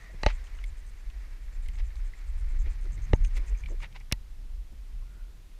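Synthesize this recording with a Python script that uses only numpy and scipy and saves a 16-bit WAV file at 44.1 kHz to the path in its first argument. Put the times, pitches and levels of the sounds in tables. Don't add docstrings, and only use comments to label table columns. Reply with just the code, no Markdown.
import sys
import numpy as np
from scipy import signal
from scipy.fft import rfft, irfft, next_fast_len
from scipy.io import wavfile
from scipy.ndimage import uniform_filter1d

SR = 44100
rng = np.random.default_rng(int(sys.argv[2]) if len(sys.argv) > 2 else 0)


def wav_out(sig):
    wavfile.write(sys.argv[1], SR, np.round(np.clip(np.atleast_2d(sig).T, -1, 1) * 32767).astype(np.int16))


def linear_from_db(decibels):
    return 10 ** (np.asarray(decibels, float) / 20)


N = 246512


def level(x, db):
    return x * linear_from_db(db) / np.sqrt(np.mean(x ** 2))


def curve(table):
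    time_s, *columns = np.transpose(table)
    return [np.interp(np.arange(N) / SR, time_s, column) for column in columns]


def coloured(points):
    hz, db = np.transpose(points)
    bins_hz = np.maximum(np.arange(N // 2 + 1) * SR / N, 1)
    gain_db = np.interp(np.log(bins_hz), np.log(hz), db, left=-90, right=-90)
    return level(irfft(rfft(rng.standard_normal(N)) * linear_from_db(gain_db), N), 0)


def band(x, hz, width_hz):
    return signal.lfilter(*signal.iirpeak(min(hz, .45 * SR), hz / width_hz, fs=SR), x)


def low(x, hz):
    return signal.lfilter(*signal.butter(2, min(hz, .45 * SR), fs=SR), x)


def walk(rate_hz):
    hold = int(SR / rate_hz)
    steps = np.repeat(rng.standard_normal(N // hold + 1), hold)
    return level(uniform_filter1d(uniform_filter1d(steps, hold), hold)[:N], 0)


def add(out, start_s, x):
    i = max(int(start_s * SR), 0)
    out[i:i + len(x)] += x[:N - i]


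def swell(middle_s, spread_s):
    t = max(middle_s - .16, 0) + np.arange(SR // 3) / SR
    return t[0], np.exp(-.5 * ((t - middle_s) / spread_s) ** 2)


def bursts(table, widest_hz):
    out = np.zeros(N)
    noises = rng.standard_normal((len(table), SR // 3))
    for (middle_s, spread_s, level_db, hz), noise in zip(table, noises):
        start_s, shape = swell(middle_s, spread_s)
        width_hz = min(hz, widest_hz)
        resonant = band(band(noise, hz, width_hz), hz, 2 * width_hz)
        add(out, start_s, shape * level(resonant, level_db))
    return out


def wind():
    # time_s, rumble_gain_db, flutter_db
    wind_levels = [(0.0, -42, -54), (.14, -32, -53.5), (.43, -31, -59), (.65, -32.5, -71),
                   (1.0, -36.5, -67.5), (1.5, -34.5, -57), (1.78, -29.5, -55), (1.87, -22.5, -64),
                   (1.94, -28.5, -67), (2.0, -20.5, -71), (2.13, -41, -63), (2.29, -30, -59.5),
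                   (2.5, -25, -59), (2.63, -27, -51), (2.68, -24.5, -56), (2.85, -30.5, -55),
                   (3.11, -26, -44.5), (3.22, -19.5, -46), (3.29, -29.5, -52), (3.38, -18, -59),
                   (3.45, -32.5, -54), (3.52, -23, -56), (3.59, -33, -66), (3.69, -27, -52),
                   (3.95, -36, -54), (4.3, -36.5, -59.5), (4.8, -35, -68), (5.1, -39.5, -59.5),
                   (5.59, -42, -64)]
    rumble_hz, rumble_width_hz, flutter_hz = 32.3, 14.9, 87
    buffet_db, buffets_per_s = 2.5, 20
    rumble_gain_db, flutter_db = curve(wind_levels)
    eddies = band(low(rng.standard_normal(N), 82.0), rumble_hz, rumble_width_hz)
    size = np.abs(signal.hilbert(eddies, next_fast_len(N))[:N])
    evened = eddies / (size + 0.59 * size.mean()) ** 0.35
    rumble = level(linear_from_db(buffet_db * walk(buffets_per_s)) * evened, 0)
    gusts = linear_from_db(4 * walk(14))
    flutter = gusts * band(low(low(rng.standard_normal(N), 165), 260), flutter_hz, 50)
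    return low(low(linear_from_db(rumble_gain_db) * rumble, 49.4), 152) + linear_from_db(flutter_db) * level(flutter, 0)


def shoves():
    # start_s, gain_db, push time constant_s, signed factor
    pushes = [(0.2331, -32, 0.0018, -1.1), (0.264, -17.5, .0021, 0.82), (3.1361, -8.5, 0.00061, 1),
              (4.1239, -20.5, 0.0011, -1.1)]
    diaphragm_hz, diaphragm_damp = 45.3, 0.82
    out, t, w = np.zeros(N), np.arange(SR // 8) / SR, 2 * np.pi * diaphragm_hz
    vented = signal.bilinear([1, 0, 0], [1, diaphragm_damp * w, w * w], SR)
    for start_s, gain_db, rise_s, factor in pushes:
        push = (t / rise_s) ** 2 * np.exp(-t / rise_s)
        swing = signal.lfilter(*vented, push)
        add(out, start_s, factor * linear_from_db(gain_db) * swing / np.abs(swing).max())
    return out


def knocks():
    # mode_hz, gain_db, t60_s
    modes = [(456, -12, 0.034), (607, -6.5, 0.054), (890, -5, 0.088), (1196, 3, 0.016), (1930, 2.5, 0.069),
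             (2100, -2, 0.043), (2590, 3.5, 0.016), (2737, 3, 0.027), (2960, -12, 0.029),
             (4010, 1.5, 0.044), (4480, 1.5, 0.045), (5100, -22, .022), (6000, 3.5, .025),
             (6700, -5, 0.017), (7700, -6, .017)]
    # start_s, peak_db, contact_s, grip damping_per_s
    blows = [(0.2333, -26, 0.000027, 30), (0.2345, -14, 0.000096, 77), (0.2626, -17, 0.000062, 30),
             (0.2639, -5.5, 0.00011, 66), (0.2651, -8.5, 0.00033, 34), (3.1329, -18, 0.00024, 190),
             (3.134, -10, 0.00076, 100), (4.1236, -22, 0.000049, 49)]
    out, t = np.zeros(N), np.arange(SR // 8) / SR
    ring = sum(linear_from_db(db) * np.sin(2 * np.pi * hz * t) * 1000 ** (-t / t60_s) for hz, db, t60_s in modes)
    for start_s, peak_db, contact_s, grip_per_s in blows:
        push = t ** 2 * np.exp(-2 * t / contact_s)
        body = signal.fftconvolve(push, ring * np.exp(-grip_per_s * t))[:len(t)]
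        add(out, start_s, linear_from_db(peak_db) * body / np.abs(body).max())
    return out


def cracks_and_ticks():
    # start_s, gain_db, centre_hz, length_s
    snaps = [(0.2323, -31, 4520, 0.0024), (.2627, -25.5, 4000, 0.0023), (.6404, -52, 10000, .0015),
             (1.685, -48, 9000, 0.0017), (3.1332, -22.5, 2310, 0.0025), (3.2472, -43.5, 5700, 0.0028),
             (4.0, -57.5, 5800, 0.0044), (4.1151, -31.5, 2100, 0.0026), (4.1257, -15.5, 2680, 0.0015),
             (4.1232, -20, 5100, 0.002), (4.1238, -23.5, 9700, 0.0013)]
    out, t = np.zeros(N), np.arange(SR // 50) / SR
    noises = rng.standard_normal((len(snaps), 2 * len(t)))
    for (start_s, gain_db, hz, length_s), noise in zip(snaps, noises):
        rough = band(noise, hz, 0.22 * hz)[len(t):]
        snap = np.tanh(2 * level(rough, 0)) * np.exp(-(t / length_s) ** 2)
        add(out, start_s, linear_from_db(gain_db) * low(low(snap, 2.06 * hz), 2.06 * hz))
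    return out


def splashes():
    # middle_s, spread_s, gain_db, top_hz
    sprays = [(.291, 0.02, -43, 6400), (1.794, .01, -51.5, 7500), (2.671, 0.015, -56.5, 5100),
              (3.371, .011, -49.5, 14900), (3.521, 0.0078, -58.5, 4100), (3.83, 0.014, -54.5, 12500),
              (3.841, .013, -44, 4830), (3.963, 0.0084, -47.5, 5530), (4.011, 0.0081, -58, 4100)]
    slosh_db, fizz_db = -5, -4
    out = np.zeros(N)
    noises = rng.standard_normal((len(sprays), 4, SR // 3))
    for (middle_s, spread_s, gain_db, top_hz), noise in zip(sprays, noises):
        start_s, shape = swell(middle_s, spread_s)
        grain = linear_from_db(3 * level(low(noise[3], 400), 0))
        core = level(band(band(noise[0], 2050, 460), 2590, 1100), 0)
        slosh = level(band(noise[1], 870, 1050), slosh_db)
        fizz = level(band(noise[2], 2800, 4600), fizz_db)
        spray = level(grain, 0) * (core + slosh + fizz)
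        add(out, start_s, linear_from_db(gain_db) * shape * low(low(spray, top_hz), top_hz))
    return out


def drops():
    # start_s, gain_db, starting pitch_hz, spatter_db relative to gain, spatter_hz
    plinks = [(0.468, -48, 3020, -4, 3090), (0.587, -44, 2800, 0, 1500), (0.6393, -33, 2110, -10.5, 3370),
              (1.0998, -57, 1150, 7, 3040), (1.6594, -46, 2100, -7, 3430), (1.6859, -39, 2030, -5.5, 2880),
              (1.7534, -47, 2100, -9, 3370), (1.9031, -47, 1760, -8, 3030), (1.955, -55, 1080, 4, 4130),
              (2.135, -38.5, 1960, -26, 4720), (2.6582, -39.5, 2100, -21, 3510),
              (2.854, -48, 1360, -7, 4490), (2.9776, -43, 2050, -15, 3860), (3.247, -40, 2350, 1.5, 2580),
              (3.481, -46, 2430, -7, 6330), (3.549, -41, 2280, -26, 2980), (3.636, -34.5, 2270, -13, 2760),
              (3.659, -34.5, 2230, -8, 2740), (3.687, -47, 2200, -1, 1190), (3.802, -45.5, 1160, 0, 2100),
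              (3.925, -51, 2170, -2, 3500)]
    t60_s = 0.023
    out, t = np.zeros(N), np.arange(SR // 25) / SR
    fade = np.minimum(t / 0.0015, 1) ** 2 * 1000 ** (-t / t60_s)
    noises = rng.standard_normal((len(plinks), len(t)))
    for (start_s, gain_db, pitch_hz, spatter_db, spatter_hz), noise in zip(plinks, noises):
        wet = band(band(noise, spatter_hz, 0.32 * spatter_hz), spatter_hz, 1.3 * spatter_hz)
        plink = np.sin(2 * np.pi * pitch_hz * t * (1 + 4 * t))
        add(out, start_s, linear_from_db(gain_db) * fade * (plink + level(wet, spatter_db)))
    return out


def insect():
    # centre_hz, width_hz, level_db
    wings = [(6400, 720, -15), (7330, 630, -16.5), (8130, 610, -20), (9000, 750, -21.5)]
    # time_s, gain_db, extra gain of the lowest band_db
    song = [(0, -58, 2), (.3, -49.5, -4), (.55, -58.5, 2), (.75, -50, -6), (1.1, -63.5, 1),
            (1.6, -53.5, -5), (1.9, -59, 0), (2.25, -52, -14), (2.55, -51.5, -3), (2.75, -55, -3),
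            (3.0, -51.5, 4), (3.35, -50, 7.5), (3.65, -54.5, 5), (3.9, -66, 6)]
    runs_s = [.008, .105, .861, 1.621, 2.043, 2.586, 3.016, 3.341, 3.461]
    song_end_s, chirp_gap_s, chirp_s = 3.95, .1103, 0.047
    stroke_hz, scatter_spread_db = 96, 3.5
    gates, (song_db, lower_db) = np.zeros((len(wings), N)), curve(song)
    t = np.arange(int(chirp_s * SR)) / SR
    strokes = np.abs(np.sin(np.pi * stroke_hz * t)) ** .6
    gate = signal.windows.tukey(len(t), .2) * strokes
    ends_s = list(runs_s[1:]) + [song_end_s]
    starts_s = np.concatenate([np.arange(first_s, end_s - chirp_gap_s / 2, chirp_gap_s)
                               for first_s, end_s in zip(runs_s, ends_s)])
    scatters_db = scatter_spread_db * rng.standard_normal((len(starts_s), len(wings)))
    for start_s, scatter_db in zip(starts_s, scatters_db):
        i = int(start_s * SR)
        for row, db in zip(gates, song_db[i] + scatter_db + (lower_db[i], 0, 0, 0)):
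            add(row, start_s, gate * linear_from_db(db))
    rasp = [level(band(band(band(rng.standard_normal(N), hz, width_hz), hz, width_hz), hz, 2 * width_hz), db)
            for hz, width_hz, db in wings]
    return (gates * rasp).sum(axis=0)


def soft_bursts():
    # middle_s, spread_s, level_db, centre_hz
    thuds = [(.105, 0.0099, -60, 580), (.145, 0.0053, -44, 126), (1.692, 0.0077, -60, 198),
             (2.551, 0.019, -57.5, 247), (2.675, 0.0089, -52, 303), (2.86, 0.0093, -52, 290),
             (2.979, 0.011, -53.5, 198), (3.138, 0.0026, -37, 493), (3.146, 0.0094, -50, 870),
             (3.376, 0.021, -54.5, 275), (3.441, 0.023, -61, 358), (3.52, 0.013, -57.5, 357),
             (3.72, 0.016, -48, 360), (3.85, 0.018, -64, 480), (3.963, 0.0077, -52.5, 990),
             (4.451, 0.0072, -63, 200), (4.73, 0.009, -56, 147), (5.171, 0.011, -54.5, 115)]
    return bursts(thuds, widest_hz=190)


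def whistles():
    # middle_s, spread_s, level_db, centre_hz
    breaths = [(.05, 0.067, -58.5, 1894), (5.03, 0.011, -66.5, 1100), (5.18, 0.067, -68.5, 1440)]
    return bursts(breaths, widest_hz=120)


def wash():
    # time_s, level_db
    wash_levels = [(0.0, -60), (0.47, -58.5), (0.86, -64.5), (1.17, -61.5), (1.6, -65), (2.33, -60.5),
                   (2.9, -62.5), (3.33, -58), (3.78, -65.5), (4.09, -76), (4.7, -84), (4.93, -72.5),
                   (5.59, -91)]
    # frequency_hz, density_db
    wash_colour = [(300, -2), (600, -6), (1100, -3.5), (1500, -3.5), (1900, 2), (2300, 0.5), (3000, -12),
                   (4200, -11.5), (6000, -14.5), (9000, -24)]
    grain = linear_from_db(walk(30) + 1.5 * walk(150))
    return linear_from_db(curve(wash_levels)[0]) * level(grain * coloured(wash_colour), 0)


def scene():
    brief = shoves() + knocks() + cracks_and_ticks() + soft_bursts()
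    water = splashes() + drops() + wash()
    return (wind() + brief + water + insect() + whistles())[None]


def low_pass(x):
    return signal.sosfilt(signal.butter(12, 16540, fs=SR, output="sos"), x)


def record(dry):
    # frequency_hz, density_db
    hiss_colour = [(100, -7), (160, 1), (300, -4), (600, -9.5), (1200, -12), (2500, -12.5), (5000, -16),
                   (9000, -21), (13500, -23), (15200, -29), (16000, -48)]
    mic_top_hz, hiss_db = 15300, -64
    heard = signal.sosfilt(signal.ellip(8, .2, 50, mic_top_hz, fs=SR, output="sos"), dry)
    return low_pass(heard + level(coloured(hiss_colour), hiss_db))


dry = scene()
out = record(dry)
wav_out(out)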